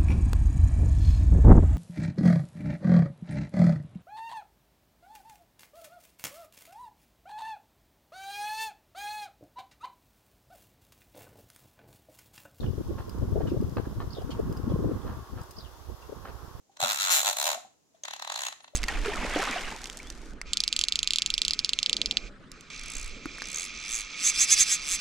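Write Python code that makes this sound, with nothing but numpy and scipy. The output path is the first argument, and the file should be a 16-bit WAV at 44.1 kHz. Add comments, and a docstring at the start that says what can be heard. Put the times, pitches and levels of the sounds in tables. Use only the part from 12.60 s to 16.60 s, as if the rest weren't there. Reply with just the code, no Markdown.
"""Garden spinner in a windy gravel yard

Wind buffets both ports of the microphone, then drops away on the left. Close by, a wooden
spinner turns: its figure rubs and knocks, and its wire crank ticks and squeaks. Soft hollow
whirrs come and go, and far behind a rush swells and fades over steady air."""
import sys
import numpy as np
from scipy import signal
from scipy.fft import rfft, irfft
from scipy.io import wavfile

SR = 44100
rng = np.random.default_rng(int(sys.argv[2]) if len(sys.argv) > 2 else 0)


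def waveform_to_disk(signal):
    """Save audio, clipped to [-1, 1], as 16-bit WAV at the path in sys.argv[1]."""
    frames = np.transpose(np.atleast_2d(signal))
    scaled = np.clip(frames, -1, 1) * 32767
    samples = np.round(scaled).astype(np.int16)
    wavfile.write(sys.argv[1], SR, samples)


N = 176400
HZ, TIME = np.fft.rfftfreq(N, 1 / SR), np.arange(N) / SR


def amp(db):
    """Decibels to gain."""
    return 10 ** (np.asarray(db) / 20)


def unit(x):
    """Scales to an rms of one."""
    return x / np.sqrt(np.mean(x ** 2) + 1e-20)


def across(points, column=1):
    """Reads a table along a log-frequency axis."""
    table = np.array(points)
    return np.interp(np.log(HZ + 1), np.log(table[:, 0]), table[:, column])


def add(mix, start_s, sound):
    """Mixes a sound in at a time, dropping what falls outside."""
    at = round(start_s * SR)
    sound = sound[..., max(-at, 0):]
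    part = mix[..., max(at, 0):][..., :sound.shape[-1]]
    part += sound[..., :part.shape[-1]]


def band(hz, octaves, size=N):
    """Noise in a bell-shaped band."""
    f = np.fft.rfftfreq(size, 1 / SR) + 1
    bell = np.exp(-.5 * (np.log2(f / hz) / octaves) ** 2)
    return unit(irfft(rfft(rng.standard_normal(size)) * bell, size))


def wander(hz):
    """Smooth random motion up to about this rate."""
    return unit(irfft(rfft(rng.standard_normal(N)) / (1 + (HZ / hz) ** 4), N))


def ring(modes):
    """Decaying modes of a struck object."""
    t = np.arange(SR // 5) / SR
    return sum(amp(db) * np.exp(-np.log(1000) * t / t60) * np.sin(2 * np.pi * hz * t)
               for hz, db, t60 in modes)


def yard(x, wet_db, t60=0.22):
    """Short scatter from gravel and walls, different at each port."""
    t = np.arange(SR // 3) / SR
    tail = rng.standard_normal((2, len(t))) * np.exp(-np.log(1000) * t / t60)
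    return amp(wet_db) * signal.fftconvolve(x[None], tail / np.linalg.norm(tail[0]), axes=1)[:, :N]


def wind(full_gust_db=-30):
    """Turbulence right on the ports: lumpy eddies, the smaller mostly growing faster with the gust."""
    # Wind strength at each port. Each row: time in seconds, strength in dB.
    left = [(0.0, -30), (0.34, -34.5), (0.42, -35.5), (0.55, -40), (0.59, -29.5), (1.02, -29.5),
            (1.11, -33.5), (1.19, -27), (1.26, -40), (1.39, -32), (1.42, -36.5), (1.86, -31), (2.05, -32),
            (2.09, -25.5), (2.15, -29.5), (2.35, -29), (2.42, -42.5), (2.45, -33), (2.61, -35), (2.68, -62),
            (2.7, -36.5), (2.8, -33.5), (2.89, -78), (2.99, -31), (3.05, -51.5), (3.22, -83), (3.3, -47),
            (3.33, -71), (3.46, -83), (3.49, -55), (3.82, -76), (3.84, -44), (3.93, -74), (3.97, -46),
            (4.0, -36)]
    right = [(0.0, -39), (0.06, -26), (0.12, -41), (0.32, -31), (0.42, -34), (0.75, -32), (1.24, -33.5),
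             (1.47, -34.5), (1.61, -33), (1.64, -38), (1.72, -33.5), (1.89, -30.5), (1.97, -36),
             (2.05, -33), (2.11, -31), (2.5, -32.5), (2.56, -42), (2.68, -41), (2.78, -35.5), (2.85, -45),
             (2.95, -39.5), (3.09, -40), (3.12, -48), (3.33, -35.5), (3.37, -47.5), (3.58, -35),
             (3.81, -43), (3.85, -35), (3.9, -40.5), (4.0, -38)]
    # Eddies by size. Each row: centre in Hz, level in a full gust in dB,
    # growth in dB per dB of wind (held to at least 0.5), lumpiness in dB.
    eddies = [(24.3, -81, -5, -7), (59.2, -33, 1.13, 7), (99, -32, 2, 7.5), (204, -37.5, 2.17, 2.5),
              (323.6, -38, 2.25, 8), (606, -56, 0.9, 5)]
    out = np.zeros((2, N))
    for port, strength in zip(out, (left, right)):
        gust_db = np.interp(TIME, *np.transpose(strength)) - full_gust_db
        lumps = 2 * np.tanh(wander(hz=52.7) / 2)
        for hz, db, growth, lumpy_db in eddies:
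            eddy = unit(band(hz, octaves=0.48) * amp(lumpy_db * lumps))
            port += amp(db + max(growth, .5) * gust_db) * eddy
    return out


def distant(colour_db):
    """Coloured noise from far off, partly shared by the two ports in the low mids."""
    # Likeness of the ports. Each row: frequency in Hz, correlation from 0 to 1.
    likeness = [(100, 0), (600, 0.82), (1150, 0.45), (1800, 0), (3000, 0), (16000, 0)]
    same = across(likeness)
    left, separate = rfft(rng.standard_normal((2, N)))
    right = same * left + np.sqrt(1 - same ** 2) * separate
    return unit(irfft(np.array([left, right]) * amp(colour_db), N))


def rush(waver_db=.7):
    """A far rush with hollow resonances swells and fades, a little to the right."""
    # The swell. Each row: time in seconds, gain in dB.
    swell = [(0, -58), (.15, -57), (.55, -52), (.72, -51.5), (1.1, -54), (1.5, -51), (1.7, -47),
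             (2.2, -46.5), (2.5, -46), (2.65, -49), (2.72, -53), (2.8, -48), (2.95, -53), (3.2, -55.5),
             (3.45, -52), (3.8, -47.5), (4, -53)]
    # The spectrum. Each row: frequency in Hz, relative density in dB.
    colour = [(100, -25), (300, 5.5), (420, 7), (600, 0), (800, 4.5), (950, 4.5), (1120, 6.5), (1350, 5),
              (1650, -1), (1950, -9), (2330, -16), (2800, -15.5), (3300, -18), (6000, -25.5)]
    # Resonances. Each row: centre in Hz, width in octaves, relative level in dB.
    hollows = [(368, 0.046, -13), (932, 0.037, -14.5), (1092, 0.071, -11.5), (1165, 0.038, -20)]
    broad = amp(-4) * distant(across(colour))
    hollow = sum(amp(db) * band(hz, octaves) for hz, octaves, db in hollows)
    gain_db = np.interp(TIME, *np.transpose(swell)) + waver_db * wander(hz=9)
    return (broad + hollow) * amp(gain_db) * amp([[-.7], [.7]])


def air(level_db=-55):
    """Still air and hiss, steady at both ports."""
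    # Each row: frequency in Hz, relative density on the left and on the right in dB.
    colour = [(30, -23, 0), (211, -8.5, -40), (383, 10, -28), (556, 3.5, -1.5), (1090, 0.5, 1),
              (1530, -6, -7.5), (1930, -7.5, -8.5), (2300, -14.5, -13.5), (2800, -10, -10),
              (3430, -7.5, -6.5), (4060, -9, -11), (5260, -7.5, -6.5), (6850, -9, -13), (8940, -14, -56),
              (10050, -11.5, -22.5), (12900, -9, -18.5), (15600, -14.5, -25)]
    return amp(level_db) * distant(np.array([across(colour), across(colour, 2)]))


def rasp(hz, wobble, flutter, grit, rough_db=6):
    """A gritty friction tone, unsteady in pitch and strength."""
    start = rng.integers(N // 2)
    part = slice(start, start + len(hz))
    tone = np.exp(2j * np.pi * np.cumsum(hz * (1 + wobble[part])) / SR)
    return unit(amp(rough_db * flutter[part]) * ((1 + grit[part]) * tone).real)


def squeaks(breakup_db=7, chirp_fall=0.136, chirp_fade_db=-9, upper_ratio=1.4):
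    """Long squeaks that break up as they fall, and short chirps, likely from the dry bearing."""
    # One squeak for each turn. Each row: start in seconds, relative level in dB.
    turns = [(-.037, -56.5), (1.505, -53.5), (2.963, -54)]
    # Course of a squeak. Each row: seconds from its start, pitch in Hz, gain in dB.
    course = [(-.004, 4600, -18), (.003, 4800, 5), (0.012, 5200, 1.5), (0.03, 4750, 9), (0.042, 4000, 4),
              (0.063, 3650, 0.5), (.078, 3300, -1), (0.1, 3050, -1), (.114, 2800, -16)]
    # Rasping chirps. Each row: start and length in seconds, relative level in dB,
    # starting pitch in Hz, upper partial against the lower in dB.
    chirps = [(0.87, 0.043, -51, 3050, -6), (1.706, 0.027, -44, 3264, -11.5),
              (2.093, 0.055, -58, 3450, -18), (2.417, .012, -59, 3510, -18),
              (3.418, 0.02, -55.5, 2960, -27)]
    out, flutter = np.zeros((2, N)), wander(hz=129)
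    wobble = 0.0436 * wander(hz=660) + 0.0304 * wander(hz=64.3)
    grit = .5 * (wander(hz=400) + 1j * wander(hz=400))
    grip = np.tanh(2 * wander(hz=65))
    at, hz, course_db = np.transpose(course)
    t = np.arange(0, at[-1], 1 / SR)
    for port in out:
        for start, db in turns:
            breaks = unit(amp(breakup_db * t / at[-1] * np.interp(start + t, TIME, grip)))
            tone = rasp(np.interp(t, at, hz), wobble, flutter, grit)
            add(port, start, amp(db + np.interp(t, at, course_db)) * breaks * tone)
        for start, length, db, top_hz, upper_db in chirps:
            progress = np.arange(0, length, 1 / SR) / length
            pitch = top_hz * (1 - chirp_fall * progress)
            lower = rasp(pitch, wobble / 2, flutter, grit / 2)
            upper = amp(upper_db) * rasp(pitch * upper_ratio, wobble, flutter, grit)
            scrape = amp(-2) * band(hz=3730, octaves=0.69, size=8192)[:len(pitch)]
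            envelope = amp(db + chirp_fade_db * progress) * signal.windows.tukey(len(pitch), .05)
            add(port, start, envelope * (lower + upper + scrape))
    return amp(-2.5) * (out + yard(out.mean(0), wet_db=-0.5))


def wood(contact_t60, crack=4.9):
    """The ring of the wooden figure, damped by whatever touches it."""
    # Each row: mode frequency in Hz, relative level in dB, free t60 in seconds.
    modes = [(610, 14.5, 0.019), (830, 11.5, 0.017), (1014, 11, 0.055), (1158, 17.5, 0.012),
             (1320, 5.5, 0.016), (1515, 6.5, 0.055), (1662, 3.5, 0.1), (2060, -22, 0.015),
             (2540, 8, 0.0046), (3080, 0.5, 0.0078), (4010, 3, 0.0081)]
    body = ring([(hz, db, 1 / (1 / t60 + 1 / contact_t60)) for hz, db, t60 in modes])
    body[0] += crack
    return body


def rubs(slips_per_s=2000, swell_share=0.34, fade_db=-10):
    """The figure drags: small slips swell and fade, each ringing the wood."""
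    # Each row: start and length in seconds, level in dB, t60 the contact allows in seconds.
    scuffs = [(0.024, 0.03, -48.5, 0.019), (0.374, 0.037, -45, 0.03), (0.799, 0.032, -49, 0.027),
              (0.865, 0.034, -49.5, 0.014), (1.167, 0.039, -51, 0.049), (1.244, 0.017, -50, 0.032),
              (1.396, 0.031, -46.5, 0.017), (2.442, 0.099, -49, 0.06), (2.762, 0.061, -50, 0.048),
              (3.646, 0.021, -45, 0.013), (3.657, 0.057, -49.5, 0.003)]
    out = np.zeros(N)
    for start, length, db, contact_t60 in scuffs:
        n = int(length * SR)
        force, chance = rng.standard_normal(SR // 5)[:n], rng.random(SR // 5)[:n]
        slips = force * (chance < slips_per_s / SR)
        progress = np.arange(n) / (length * SR)
        envelope = np.minimum(progress / swell_share, 1) * amp(fade_db * progress)
        sound = signal.fftconvolve(slips * envelope, wood(contact_t60))
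        add(out, start, amp(db) * sound / np.std(sound[:n]))
    return out


def thumps(width_s=0.0034):
    """Single eddies hit the ports, each a few irregular cycles of pressure."""
    # Each row: time of the peak in seconds, left and right level in dB, centre in Hz.
    hits = [(0.027, -45, -34.5, 373), (0.045, -25, -21.5, 105), (0.072, -36, -31.5, 387),
            (.186, -40, -32, 368), (0.211, -31, -27.5, 300), (0.311, -30.5, -25.5, 303),
            (.482, -35, -37, 414), (.598, -23, -30, 85.5), (.635, -49, -25.5, 148), (.735, -24, -30, 77.5),
            (0.764, -23.5, -24, 443), (.778, -27.5, -28, 427), (.808, -29.5, -27, 500),
            (0.821, -29, -31, 397), (.858, -30, -28.5, 425), (.884, -27, -31, 260),
            (0.922, -21.5, -21.5, 300), (0.935, -28, -25.5, 210), (.947, -25, -26, 354),
            (0.968, -24.5, -30.5, 413), (1.006, -21, -21, 148), (1.026, -24, -27.5, 323),
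            (1.172, -32, -24, 318), (1.274, -29, -33, 307), (1.381, -28, -24.5, 79.2),
            (1.573, -37, -39, 510), (1.585, -32, -31, 420), (1.621, -37, -38.5, 520), (1.646, -32, -29, 80),
            (1.699, -28, -33, 346), (1.798, -20, -23, 383), (1.832, -34, -33, 172), (1.857, -30, -27, 91),
            (1.901, -27, -24, 130), (2.079, -23, -26, 168), (2.104, -44, -42, 420),
            (2.123, -26.5, -26, 363), (2.144, -18, -21.5, 139), (2.162, -28.5, -27, 410),
            (2.208, -32, -29, 295), (2.228, -29, -26, 262), (2.246, -27, -25, 433), (2.26, -23, -24.5, 187),
            (2.295, -27, -24.5, 372), (2.316, -22, -26.5, 304), (2.452, -34.5, -42, 382),
            (2.738, -55, -35, 315), (2.814, -31, -35.5, 109), (3.302, -37, -69, 430),
            (3.498, -34, -67, 390), (3.528, -30, -49, 450)]
    out, t = np.zeros((2, N)), np.arange(-1024, 1024) / SR
    shape = 1 / np.cosh(t / width_s)
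    for peak, left_db, right_db, hz in hits:
        for port, db in zip(out, (left_db, right_db)):
            puff = band(hz, octaves=0.43, size=len(t)) * shape
            add(port, peak + t[0], amp(db) * puff * np.linalg.norm(shape) / np.linalg.norm(puff))
    return out


def ticks(snap_decay_s=0.0042):
    """The crank catches: a bright snap, louder on the left, and a short ring of wire."""
    # Each row: start in seconds, gain of the ring in dB, level of the snap on the left in dB.
    catches = [(.078, -70, -70), (.093, -65, -70), (.277, -69, -54), (.495, -44, -46), (.584, -58, -55),
               (.898, -51, -56), (1.013, -54, -53), (1.036, -61, -70), (1.096, -55, -54), (1.16, -54, -57),
               (1.618, -55, -53), (1.708, -63, -64), (1.719, -48, -58), (1.797, -73, -58),
               (1.901, -56, -62), (1.926, -50, -48), (1.968, -52, -56), (1.973, -45.5, -51),
               (2.815, -51.5, -49), (2.834, -59, -50), (2.909, -54, -44.5), (2.914, -53, -50)]
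    # Each row: mode frequency in Hz, relative level in dB, t60 in seconds.
    wire_modes = [(2940, -9, 0.02), (4820, -15, .018), (4950, 1.5, 0.026), (13100, -10, .015)]
    rings, snaps, wire = np.zeros(N), np.zeros((2, N)), ring(wire_modes)
    fade = np.exp(-np.arange(2048) / SR / snap_decay_s)
    for start, ring_db, snap_db in catches:
        add(rings, start, amp(ring_db) * wire)
        for port, side_db in zip(snaps, (0, -3)):
            add(port, start, amp(snap_db + side_db) * fade * band(hz=7400, octaves=1, size=len(fade)))
    return rings + snaps + yard(rings, wet_db=-10)


def whirrs(sag=0.0725, width_hz=38):
    """Soft, fuzzy, hollow tones swell and sag in pitch."""
    # Each row: start and length in seconds, level in dB, starting pitch in Hz.
    swells = [(0.203, 0.53, -59, 1095), (2.003, 0.31, -53.5, 1099), (2.47, 0.283, -55.5, 1185)]
    out = np.zeros(N)
    for start, length, db, hz in swells:
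        progress = np.arange(0, length, 1 / SR) / length
        pitch = hz * (1 - sag * progress)
        fuzz = (wander(width_hz) + 1j * wander(width_hz))[:len(pitch)]
        tone = (fuzz * np.exp(2j * np.pi * np.cumsum(pitch) / SR)).real
        add(out, start, amp(db) * unit(tone) * signal.windows.tukey(len(tone), .5))
    return out


def knocks(contact_s=0.00011, chatter_s=0.0025):
    """Dry clacks of the figure: a blow with a moment of chatter in the loose joint."""
    # Each row: start in seconds, level in dB, t60 the contact allows in seconds.
    clacks = [(1.1703, -34.5, .4), (1.176, -49, 0.023), (1.1826, -37.5, 0.075), (1.1955, -50, .04),
              (1.4033, -40.5, 0.035), (1.4176, -46, 0.018)]
    out, t = np.zeros(N), np.arange(SR // 100) / SR
    blow = np.exp(-t / contact_s)
    blow /= np.linalg.norm(blow)
    for start, db, contact_t60 in clacks:
        chatter = 0.34 * rng.standard_normal(len(t)) * np.exp(-t / chatter_s)
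        sound = signal.fftconvolve(blow + chatter, wood(contact_t60))
        add(out, start, amp(db) * sound / np.std(sound[:len(t)]))
    return out


def figure(lag_s=.00007):
    """Close rubs and knocks reach the right port a little later and scatter in the yard."""
    left = rubs() + knocks()
    right = irfft(rfft(left) * np.exp(-2j * np.pi * HZ * lag_s), N)
    return np.array([left, right]) + yard(left, wet_db=-3)


def scene():
    """Wind on the microphone, the spinner close by, the rush and the air behind."""
    return wind() + thumps() + figure() + ticks() + squeaks() + whirrs() + rush() + air()


def record(dry):
    """The recorder's band limit takes off the highest treble."""
    edge_hz = 15850
    lowpass = signal.firwin(511, edge_hz, window=("kaiser", 9), fs=SR)
    return signal.oaconvolve(dry, lowpass[None], "same")


dry = scene()
out = record(dry)
waveform_to_disk(out)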